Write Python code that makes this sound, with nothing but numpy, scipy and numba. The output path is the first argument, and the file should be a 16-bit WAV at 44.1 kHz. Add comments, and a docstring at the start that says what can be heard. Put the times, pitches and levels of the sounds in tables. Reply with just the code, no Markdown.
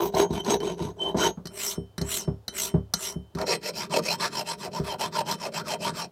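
"""A round file saws to and fro in a hollow iron casting, squealing on some strokes; a flat file then makes
long one-way strokes, lifted and set down between them, and at last scrubs an edge with quick short strokes.
Teeth and grit excite file, casting and bench as filtered impulse trains; damped modes of the iron ring on,
steel clacks on iron, and the vice rocks on the wooden bench, in a dull room with a quiet background."""
import sys
import numpy as np
from scipy import signal
from scipy.io import wavfile
from scipy.ndimage import uniform_filter1d
from numba import njit

SR = 44100
rng = np.random.default_rng(int(sys.argv[2]) if len(sys.argv) > 2 else 0)


def inscribe(sig):
    """Save sig as 16-bit PCM at rate SR to the path in sys.argv[1].

    A 1-D sig is mono; a 2-D sig holds one channel per row.
    Samples are clipped to [-1, 1] before scaling.
    """
    pcm = np.round(np.clip(np.atleast_2d(sig).T, -1, 1) * 32767)
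    wavfile.write(sys.argv[1], SR, pcm.astype(np.int16))


N = 269451
T = np.arange(N) / SR

# Damped resonances of flat file, vice and bench.
# Each row: centre in Hz, half-width in Hz, lift over the broad spectrum in dB.
FLAT_FILE_BODY = [(177.6, 32, 13), (400, 29, 3.7), (654, 150, 5.6), (970, 27, 6.5), (4090, 190, 10.9),
                  (4550, 100, 3), (5630, 540, 9.7), (5840, 420, 1.1), (7850, 500, 9.6), (9330, 350, 7),
                  (9900, 100, 3.7), (11420, 220, 11), (13400, 800, 12)]
# Long-ringing modes of the vice. Each row: frequency in Hz, relative level in dB, 60 dB decay time in seconds.
VICE_RING = [(3072, -12, 0.24), (3990, -35.5, .2), (5250, -29, 0.13), (5405, -25.5, 0.29),
             (5920, -19.5, 0.098), (6490, -15.5, .15), (7500, -17, 0.11), (8530, -11, .2),
             (10435, -16, .22), (11900, -30, 0.18), (14420, -18, .1)]


def from_db(db):
    """Amplitude ratio: twenty decibels are a factor of ten."""
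    return 10 ** (np.asarray(db) / 20)


def rms_one(x):
    """Normalisation to unit mean power."""
    return x / np.sqrt(np.mean(x ** 2) + 1e-20)


def steady(x, size=1100):
    """Envelope removal: division by the short-time RMS keeps the fine grain; size in samples."""
    power = uniform_filter1d(uniform_filter1d(x ** 2, size), size)
    return x / np.sqrt(np.abs(power) + 1e-20)


def drift(rate):
    """Random modulation: straight lines join normal random knots of unit spread, `rate` a second."""
    knots = rng.standard_normal(N // 20)
    return np.interp(T * rate, np.arange(len(knots)), knots)


def band(x, hz, kind):
    """Band selection by a Butterworth filter of design order four."""
    return signal.sosfilt(signal.butter(4, hz, kind, fs=SR, output="sos"), x + 1e-18)


def colour(x, spectrum, body=(), size=8192):
    """Minimum-phase filtering: a broad spectrum with resonant humps, made causal through its cepstrum."""
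    grid = np.maximum(np.fft.rfftfreq(size, 1 / SR), 1)
    points = np.array(spectrum)
    level = np.interp(np.log(grid), np.log(points[:, 0]), points[:, 1])
    for hz, half_width, lift_db in body:
        level = level + lift_db / (1 + ((grid - hz) / half_width) ** 2)
    # folding the cepstrum onto positive time gives minimum phase
    cepstrum = np.fft.irfft(np.log(from_db(level)))
    cepstrum[1:size // 2] *= 2
    cepstrum[size // 2 + 1:] = 0
    response = np.fft.irfft(np.exp(np.fft.rfft(cepstrum)))
    return signal.fftconvolve(x, response)[:len(x)]


def ring(x, hz, t60):
    """Damped oscillator: a unit click starts a decaying sine of initial height 1."""
    radius = from_db(-60 / (t60 * SR))
    angle = 2 * np.pi * hz / SR
    return signal.lfilter([0, np.sin(angle)], [1, -2 * radius * np.cos(angle), radius ** 2], x + 1e-18)


def iron(x, modes):
    """Modal superposition: a vibration feeds the long modes of the metal in parallel."""
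    return sum(from_db(db) * ring(x, hz, t60) for hz, db, t60 in modes) / 100


@njit
def glide(x, turn, keep):
    """Time-varying resonance: a rotating, decaying phasor; turn in radians a sample."""
    out, state = np.zeros(len(x)), 0j
    for i in range(len(x)):
        state = state * keep * np.exp(1j * turn[i]) + x[i]
        out[i] = state.real
    return out


def blade(force, hz, width_hz):
    """Forced resonance: a bending mode, of bandwidth `width_hz`, driven at the contact."""
    return steady(glide(force, 2 * np.pi * hz / SR, np.exp(-np.pi * width_hz / SR)))


def bending(force, place, modes, stray):
    """Length sets pitch: pushed forward, the longer tip side falls while the handle side rises."""
    stray_octaves, rate, flicker_db = stray
    total = 0
    for hz, octaves, width, db in modes:
        centre = hz * 2 ** (octaves * (place - .5) + stray_octaves * drift(rate))
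        total = total + from_db(db + flicker_db * drift(35)) * blade(force, centre, width)
    return total


def flares(force, modes):
    """Selective excitation: the wandering contact favours fixed modes in turn."""
    flare_db, flares_per_s = 7, 37
    total = 0
    for hz, width, db in modes:
        gain = from_db(db + flare_db * drift(flares_per_s))
        total = total + gain * blade(force, np.full(N, hz), width)
    return total


def hump(start, end, peak):
    """Stroke kinematics: a rise from rest to 1 at the share `peak` of the stroke, and a return to rest."""
    top = start + np.clip(peak, .05, .95) * (end - start)
    return np.sin(np.pi / 2 * np.interp(T, [start, top, end], [0, 1, 0]))


def swells(rows):
    """Amplitude modulation: the gain of a note that swells and fades once for each row."""
    return sum(from_db(db) * hump(start, end, peak) for start, end, peak, db in rows)


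def motion(strokes, law):
    """Power-law excitation: progress 0-1, and gains of rumble and growl (pressure) and rasp (speed)."""
    # Time constants in seconds with which bench, casting and teeth build up and die away.
    lag_s = (0.016, 0.0034, 0.0013)
    progress, gains = np.zeros(N), np.zeros((3, N))
    for start, end, fastest, hardest, *levels_db in strokes:
        during = (T >= start) & (T < end)
        begun = T >= start
        progress[begun] = np.minimum((T[begun] - start) / (end - start), 1)
        pressure = hump(start, end, hardest)[during]
        speed = hump(start, end, fastest)[during]
        for k, drive in enumerate((pressure, pressure, speed)):
            gains[k, during] += from_db(levels_db[k]) * drive ** abs(law[k])
    keeps = np.exp(-1 / (np.array(lag_s) * SR))
    lagged = [signal.lfilter([1 - keep], [1, -keep], gain + 1e-18) for keep, gain in zip(keeps, gains)]
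    return progress, lagged


def teeth(progress, tooth_hz, uneven, grit_per_s, grit_db, spread_db):
    """Impulsive excitation: teeth strike at a rate set by hand speed; chips break off at random."""
    speed = .25 + .75 * np.sin(np.pi * progress)
    tooth_rate = tooth_hz * speed * (1 + uneven * drift(900) + .04 * drift(40))
    passed = np.cumsum(tooth_rate) / SR
    # each strike is shared between two samples, by where it falls
    edge = np.diff(np.floor(passed), prepend=0) > 0
    late = np.clip((passed % 1) / np.maximum(np.gradient(passed), 1e-6), 0, 1)
    force = edge * from_db(2.5 * rng.standard_normal(N))
    strikes = force * (1 - late) + np.roll(force * late, -1)
    strikes = strikes - uniform_filter1d(strikes, size=90)
    chips = (rng.random(N) < grit_per_s * speed / SR) * rng.choice([-1, 1], N)
    chips = chips * from_db(spread_db * np.minimum(rng.exponential(1, N), 4))
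    return steady(strikes) + from_db(grit_db) * steady(chips)


def patchy(force):
    """Band-wise modulation: rows of teeth bite unevenly, so the brightness of the cut comes in clumps."""
    patch_db, patches_per_s = 3.2, 32
    bands, rest = [], force
    # edges a little under a third of an octave apart
    for hz in np.geomspace(1100, 12000, 13):
        low = signal.sosfiltfilt(signal.butter(4, hz, fs=SR, output="sos"), rest)
        bands.append(low)
        rest = rest - low
    return sum(part * from_db(patch_db * drift(patches_per_s)) for part in bands + [rest])


def rasp(force, gains, spectrum, body, chatter_db, chatter_rate):
    """Source and filter: the chattering cutting force shakes bench (low), casting (mid) and teeth (high)."""
    chatter = from_db(chatter_db * drift(chatter_rate))
    shaken = colour(patchy(force) * chatter, spectrum, body)
    parts = band(shaken, 300, "low"), band(shaken, [300, 1800], "band"), band(shaken, 1800, "high")
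    return sum(gain * steady(part, size=700) for gain, part in zip(gains, parts))


def round_file():
    """Forced vibration with judder: a coarse round file saws in a hollow casting held in the hand."""
    # Each row: start and end in seconds, shares of the stroke at which the hand is fastest and presses
    # hardest, then relative levels in dB of bench rumble, casting growl and rasp of the teeth.
    strokes = [(-0.04, 0.115, 0.49, 0.25, -33.5, -23.7, -35.5), (0.114, 0.272, 0.46, 0.63, -37, -19.5, -28),
               (0.275, 0.431, 0.65, 0.33, -32, -35, -37.5), (0.423, 0.581, 0.64, 0.81, -32.9, -23.5, -28),
               (0.581, 0.775, 0.46, 0.26, -33.5, -30.5, -41), (0.76, 0.948, 0.24, 0.25, -40, -35, -42.5),
               (0.947, 1.146, 0.68, 0.69, -41.5, -32.5, -44.5), (1.14, 1.319, 0.58, 0.6, -35, -24, -26)]
    # Exponents: rumble and growl on pressure, rasp on speed.
    law = (0.83, 1.36, 2.17)
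    # Broad colour. Each row: frequency in Hz, relative level in dB.
    spectrum = [(29, -43.5), (50, 7), (180, -3.5), (271, -1), (398, -5.5), (507, -6.5), (973, -12.5),
                (1240, -24.5), (1600, -27), (2750, -27.5), (3030, -22), (4900, -31), (6550, -27.5),
                (7040, -42.5), (14500, -53.5), (16000, -62)]
    # Resonances of file, casting and bench. Each row: centre in Hz, width in Hz, lift in dB.
    body = [(179.4, 26, 12.5), (333.6, 7.2, -4), (404.3, 70, 18), (662, 127, 10.5), (953, 146, 12.5),
            (1434, 200, 6.5), (3900, 78, 3.5), (5820, 47, -11.5), (7700, 240, 8), (8320, 500, 9.5),
            (10400, 130, 12.5), (11080, 180, -9), (12250, 930, 11), (14520, 290, 16)]
    # Long modes fed by the teeth. Each row: frequency in Hz, relative level in dB, 60 dB decay in seconds.
    ringing = [(3130, -24.5, 0.22), (5930, -6.5, 0.097), (6487, -8.5, 0.16), (11340, 3.5, 0.048),
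               (11700, -18, 0.065), (13480, -19.5, .12), (13800, -11, .1), (14300, -7, .08)]
    progress, gains = motion(strokes, law)
    force = steady(teeth(progress, tooth_hz=1250, uneven=.15, grit_per_s=6000, grit_db=2, spread_db=3.3))
    # the contact wanders round the hole and favours now one resonance, now another
    favoured = 0
    for hz, width, _ in body:
        favoured = favoured + from_db(-15 + 7 * drift(35)) * blade(force, np.full(N, hz), width)
    force = force + favoured
    # the whole file bounces some fifty times a second
    judder_hz = 48 + 10 * drift(20)
    judder = from_db(2 * np.sin(2 * np.pi * np.cumsum(judder_hz) / SR))
    cut = rasp(force, gains, spectrum, body, chatter_db=3.5, chatter_rate=300)
    sound = from_db(-1.5) * judder * cut
    return sound + from_db(13.5) * iron(sound, ringing)


def zing():
    """Noise-driven resonance: grit feeds a high, damped mode of the round file."""
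    # Each row: start and end in seconds, share at which it peaks, level in dB.
    rows = [(0.0, .1, 0.39, -40), (.13, .25, 0.52, -48), (.46, .57, 0.64, -52)]
    singing = band(ring(rng.standard_normal(N), 14310, .03), 12000, "high")
    return swells(rows) * steady(singing)


def burst(s, t60):
    """Exponential decay: a dying flurry of tiny contacts, of unit energy."""
    age = np.arange(SR // 10) / SR
    flurry = rng.standard_normal(len(age)) * from_db(-60 * age / t60)
    out, at = np.zeros(N + len(age)), max(int(s * SR), 0)
    out[at:at + len(age)] = flurry / np.linalg.norm(flurry)
    return out[:N]


def thumps():
    """Impact on a modal structure: the base drops on the wood, each blow with mode strengths of its own."""
    # The casting rocks. Each row: start in seconds, relative level in dB, hard edge in dB relative to it.
    blow_rows = [(0.138, -29.5, -19), (0.301, -26.5, -7), (0.479, -40, 25), (0.807, -28, -7),
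                 (0.845, -31.5, -15), (1.145, -28.5, 13.5), (1.373, -40, 8.5), (1.45, -40, -6),
                 (1.776, -27, -9), (1.981, -34.5, -7), (2.011, -25.5, 0), (2.275, -22.5, -1),
                 (2.74, -17.5, -2), (2.759, -43, 10), (3.158, -31, -9), (3.35, -30, -10), (4.795, -26, -24)]
    # Bench modes. Each row: frequency in Hz, relative level in dB, 60 dB decay time in seconds.
    bench = [(70.7, -3, 0.29), (103.8, -5.5, 0.42), (143.2, 3.5, 0.15), (180.3, 8, 0.15), (252.2, -2, 0.21),
             (330, -3, 0.15), (394.4, -2, 0.2), (457, -7, 0.14), (621, -10.5, 0.13), (724, -23, 0.14),
             (946, -37, .08)]
    s, level_db, edge_db = np.transpose(blow_rows)
    strengths_db = rng.normal(0, 1.76, (len(s), len(bench)))
    out = np.zeros(N)
    for k, (hz, db, t60) in enumerate(bench):
        blows = np.zeros(N)
        blows[(s * SR).astype(int)] = from_db(level_db + db + strengths_db[:, k] - 3.5)
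        out += (-1) ** k * ring(blows, hz, t60)  # neighbouring modes have opposite sign
    rattle = sum(from_db(db) * burst(at, t60=0.17) for at, db in zip(s, level_db + edge_db))
    # Hz, relative dB
    rattle_colour = [(60, -22.0), (200, 9.5), (500, 0), (1000, -7), (2500, -32.5), (12000, -53.5)]
    return out + from_db(31.5) * colour(rattle, rattle_colour)


def clacks():
    """Impact excitation: steel meets iron in a short crack, a dull knock under it, and a ring."""
    # The file lands or a tooth catches.
    # Each row: start in seconds, relative level in dB, dull part in dB relative to it.
    impacts = [(0.148, -21.5, -3), (0.3064, -36, 8), (0.447, -25, 2), (0.5298, -31, 0), (0.603, -30.5, 28),
               (0.815, -39, -7), (0.826, -32, -4), (1.176, -25.5, -1), (1.4552, -25, 20), (1.4708, -22, 4),
               (1.9799, -17.5, 21), (2.0142, -18.5, 14), (2.4807, -15.5, 13), (2.9373, -3.5, -10),
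               (3.3502, -29, 24), (3.3858, -26, 28.5), (3.414, -22, 27), (3.468, -21.5, -3),
               (4.043, -33, 0), (4.208, -18, 0), (5.004, -37, 0), (5.3126, -13, -7)]
    # Broad colour of the crack. Each row: frequency in Hz, relative level in dB.
    crack_colour = [(120, -5.5), (200, 2.5), (968, -9.5), (1320, 1.5), (2510, -19.5), (4200, 1.5),
                    (7830, -17), (8580, -19), (9060, -14), (13800, -19), (16000, -48)]
    cracks, knocks = np.zeros(N), np.zeros(N)
    for s, db, dull_db in impacts:
        cracks += from_db(db) * burst(s, t60=0.032)
        knocks += from_db(db + dull_db) * burst(s, t60=0.068)
    crack = from_db(13.5) * colour(cracks, crack_colour, FLAT_FILE_BODY)
    # Hz, relative dB
    knock_colour = [(100, -4.5), (400, 1.5), (1000, -13.5), (1900, -5.5), (2800, -21.0), (9000, -36.5)]
    knock = from_db(2.5) * colour(knocks, knock_colour, [(1340, 83, 8)])
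    return crack + knock + from_db(18) * iron(crack, VICE_RING)


def squeal():
    """Stick and slip: friction locks onto one mode of the casting, a rough, wavering whistle."""
    # Each row: start and end in seconds, share at which it peaks, level in dB before the roughness.
    rows = [(.345, .425, 0.52, -38.5), (.6, .645, 0.52, -45), (.655, .735, .48, -40.5),
            (.985, 1.135, 0.37, -29), (1.19, 1.28, 0.8, -27.5)]
    centre_hz, waver_hz, rough_db = 3083, 29.7, 6.5
    hz = centre_hz + waver_hz * drift(150)
    whistle = np.sin(2 * np.pi * np.cumsum(hz) / SR)
    return swells(rows) * from_db(rough_db * drift(150)) * whistle


def long_strokes():
    """Forced vibration with gliding modes: a fine flat file sweeps forward over the anvil of the vice."""
    # Each row: start and end in seconds, shares of the stroke at which the hand is fastest and presses
    # hardest, then relative levels in dB of bench rumble, casting growl and rasp of the teeth.
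    strokes = [(1.48, 1.785, 0.65, 0.61, -52, -43, -29.5), (2.011, 2.276, 0.53, 0.5, -47.5, -43.5, -28.5),
               (2.502, 2.737, 0.49, 0.58, -49, -42, -28), (2.92, 3.17, 0.57, 0.6, -53, -44, -32.5)]
    # Exponents: rumble and growl on pressure, rasp on speed.
    law = (0.11, 1, 3.2)
    # Bending modes. Each row: mid-stroke Hz, octaves moved from tip to handle, width in Hz, relative dB.
    blade_modes = [(584, -0.14, 44, -17.5), (1180, -0.37, 260, -8), (2190, 1, 160, -9.5), (3020, 1, 520, 0),
                   (5330, -0.56, 300, -11.5), (6600, -0.84, 340, 1), (10000, -0.098, 280, -12),
                   (12500, -0.63, 300, -19)]
    # The grip shifts: stray in octaves, changes a second, flicker in dB.
    stray = (.11, 22, 5)
    # Vice modes that flare as the file crosses. Each row: frequency in Hz, width in Hz, relative dB.
    flare_modes = [(648, 31, -19.5), (966, 40, -10.5), (1380, 58, -11), (2060, 120, -6.5), (2820, 75, -9),
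                   (3150, 120, -10), (5600, 130, -19.5), (7510, 200, -8), (9300, 200, -13),
                   (10400, 200, -21)]
    # Broad colour. Each row: frequency in Hz, relative level in dB.
    spectrum = [(29, -63), (50, -1), (152, -16.5), (189, -3), (298, -12), (398, 2.5), (532, -17), (646, -6),
                (729, -13), (950, -12.5), (1700, -10.5), (3100, -8), (5020, -7.5), (7570, -4),
                (16000, -9.5)]
    progress, gains = motion(strokes, law)
    # the hand advances in small jerks
    jerk_share, jerks_per_s = .09, 30
    place = progress + jerk_share * drift(jerks_per_s)
    force = steady(teeth(progress, tooth_hz=3890, uneven=0.04, grit_per_s=14000, grit_db=12.5, spread_db=3))
    bent = from_db(4) * bending(force, place, blade_modes, stray)
    force = force + bent + flares(force, flare_modes)
    sound = rasp(force, gains, spectrum, FLAT_FILE_BODY, chatter_db=3.0, chatter_rate=230)
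    return sound + from_db(7.0) * iron(sound, VICE_RING)


def lift_offs():
    """Plucked modes: the file slips off the anvil and its last tooth sets two long notes ringing."""
    # Each row: start in seconds, level of the low note in dB, level of the high note in dB.
    slips = [(1.755, -56.5, -46), (2.25, -79.5, -48), (2.721, -63, -57), (3.141, -57, -60)]
    s, low_db, high_db = np.transpose(slips)
    plucks = np.zeros((2, N))
    plucks[:, (s * SR).astype(int)] = from_db([low_db, high_db])
    return ring(plucks[0], 3068, .62) + ring(plucks[1], 5402, .21)


def travel(strokes):
    """Reciprocating motion: the contact eases along the file from one turning point to the next."""
    place, previous = np.zeros(N), 0
    for start, end, *_, turn in strokes:
        share = np.clip((T - start) / (end - start), 0, 1)
        place += (turn - previous) * (1 - np.cos(np.pi * share)) / 2
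        previous = turn
    return place


def short_strokes():
    """Forced vibration with swooping modes: the flat file scrubs an edge to and fro."""
    # Each row: start and end in seconds, shares of the stroke at which the hand is fastest and presses
    # hardest, relative levels in dB of bench rumble, casting growl and rasp of the teeth, and the place
    # on the file where the stroke turns round (0 tip, 1 handle).
    strokes = [(3.334, 3.445, 0.85, 0.95, -38.5, -29.5, -45.5, 0.77),
               (3.444, 3.583, 0.52, 0.48, -39.5, -26.3, -26, 1),
               (3.598, 3.72, 0.69, 0.78, -43.5, -33.5, -32, 0.764),
               (3.715, 3.885, 0.5, 0.51, -41.5, -40.5, -32.5, 0.17),
               (3.883, 4.014, 0.63, 0.78, -32, -23.5, -28, 0.98),
               (4.003, 4.174, 0.63, 0.69, -40, -33, -26.5, 0.27),
               (4.168, 4.303, 0.57, 0.5, -41, -31, -28.5, 0.15),
               (4.286, 4.44, 0.68, 0.8, -42, -34, -31.5, 0.55),
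               (4.436, 4.567, 0.51, 0.56, -47, -35, -33, 0.06),
               (4.559, 4.696, 0.63, 0.85, -40.5, -38.5, -39, 0.66),
               (4.7, 4.83, 0.49, 0.56, -38.5, -35, -38.5, 0.16),
               (4.801, 4.969, 0.64, 0.82, -43.5, -33, -36.5, 0.52),
               (4.976, 5.105, 0.35, 0.33, -40.5, -31, -31, 0.16),
               (5.101, 5.23, 0.7, 0.85, -39, -26.5, -30.0, 0.474),
               (5.237, 5.37, 0.57, 0.47, -38.5, -32, -32, 0.12),
               (5.365, 5.504, 0.61, 0.78, -41, -33.5, -36.5, 0.73),
               (5.508, 5.638, 0.48, 0.6, -39.5, -34.5, -33, 0.06),
               (5.625, 5.77, 0.68, 0.89, -40.5, -30.5, -32.5, 0.67),
               (5.778, 5.928, 0.59, 0.63, -35.5, -30.5, -31.5, 0.051),
               (5.908, 6.077, 0.62, 0.69, -44, -38.5, -34.5, 0.59)]
    # Exponents: rumble and growl on pressure, rasp on speed.
    law = (0.31, 2.24, 2.24)
    # Bending modes. 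Each row: Hz at mid-file, octaves moved from tip to handle, width in Hz, relative dB.
    blade_modes = [(789, -1.91, 104, 4.5), (1124, -1.83, 71, -22), (1876, 1, 170, -21),
                   (2700, -1.26, 250, -7.5), (3850, 0.44, 43, -17), (4970, -0.0059, 84, -14),
                   (7220, -0.25, 95, -12.5), (9640, -0.34, 380, -13.5), (12540, -0.32, 260, -10)]
    # The grip shifts: stray in octaves, changes a second, flicker in dB.
    stray = (.06, 16, 4.5)
    # Casting modes that flare as the edge catches. Each row: frequency in Hz, width in Hz, relative dB.
    flare_modes = [(424, 41, -18), (610, 90, -15.5), (705, 34, -6), (957, 54, -10.5), (1180, 50, -4.5),
                   (1357, 57, -6.5), (4080, 51, -8.5), (5346, 60, -14), (5550, 63, -12), (8440, 60, -15)]
    # Broad colour. Each row: frequency in Hz, relative level in dB.
    spectrum = [(29, -74), (50, -23.5), (180, 0), (277, -12.5), (408, -2), (601, -3), (783, -9.5),
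                (950, -8), (1070, -15.5), (1500, -14.5), (3670, -15.5), (5400, -10), (8970, -21.5),
                (13800, -38), (16000, -39)]
    # Resonances of file, casting and bench. Each row: centre in Hz, half-width in Hz, lift in dB.
    body = [(180, 29, 6.6), (416, 35, 1.2), (612.3, 24.5, 8.2), (947, 95, 10), (1130, 79, 2.6),
            (2570, 84, 7.8), (3153, 52, 9.2), (4320, 23, 5.4), (4790, 500, 3.9), (7700, 200, 5.7),
            (10530, 160, 15), (11800, 190, 12), (13760, 890, 17)]
    # Long modes fed by the teeth. Each row: frequency in Hz, relative level in dB, 60 dB decay in seconds.
    ringing = [(3150, -25, 0.13), (5360, -26, 0.11), (8460, -8, 0.07), (8470, -14.5, .08),
               (14570, -5, 0.13)]
    progress, gains = motion(strokes, law)
    place = travel(strokes)
    force = steady(teeth(progress, tooth_hz=2512, uneven=.08, grit_per_s=4000, grit_db=11.5, spread_db=2.5))
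    bent = from_db(2) * bending(force, place, blade_modes, stray)
    force = force + bent + flares(force, flare_modes)
    sound = rasp(force, gains, spectrum, body, chatter_db=3.0, chatter_rate=180)
    # the forward strokes cut and are brighter than the return strokes
    pushing = uniform_filter1d((np.gradient(place) > 0) * 1., size=400)
    treble = np.roll(band(sound, 8600, "high"), 40)  # delayed by 40 samples
    sound = sound + from_db(-9.5) * pushing * treble
    return sound + from_db(7.5) * iron(sound, ringing)


def workshop(x, t60, wet_db):
    """Reverberation: the walls return a weak, dull tail of decaying noise."""
    age = np.arange(SR // 2) / SR
    tail = rng.standard_normal(len(age)) * from_db(-60 * age / t60) * (age > .006)
    tail = colour(tail, [(100, 3.0), (800, -1.5), (4000, -7.5), (15000, -35.5)])
    return x + from_db(wet_db) * signal.fftconvolve(x, tail / np.linalg.norm(tail))[:N]


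def room_tone():
    """Stationary noise: a random signal shaped by a fixed spectrum makes the quiet background."""
    # Each row: frequency in Hz, relative level in dB.
    tone_colour = [(15, -9), (25, -22), (108, 0.5), (157, -12), (607, -12.5), (1700, -28.5), (2220, -34),
                   (2990, -32), (3250, -31), (7920, -38.5), (16000, -40.5)]
    return from_db(-59) * rms_one(colour(rng.standard_normal(N), tone_colour))


def scene():
    """Linear superposition: all the bench work in the room, over its quiet background."""
    filing = round_file() + squeal() + zing() + long_strokes() + lift_offs() + short_strokes()
    work = filing + clacks() + thumps()
    return (workshop(work, t60=0.12, wet_db=-18.5) + room_tone())[None]


def record(dry):
    """Band limiting: the microphone sheds the deep bass, and the top is cut steeply."""
    thinned = signal.sosfilt(signal.butter(2, 52, "high", fs=SR, output="sos"), dry)
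    return signal.sosfilt(signal.ellip(10, .2, 80, 15900, fs=SR, output="sos"), thinned)


dry = scene()
out = record(dry)
inscribe(out)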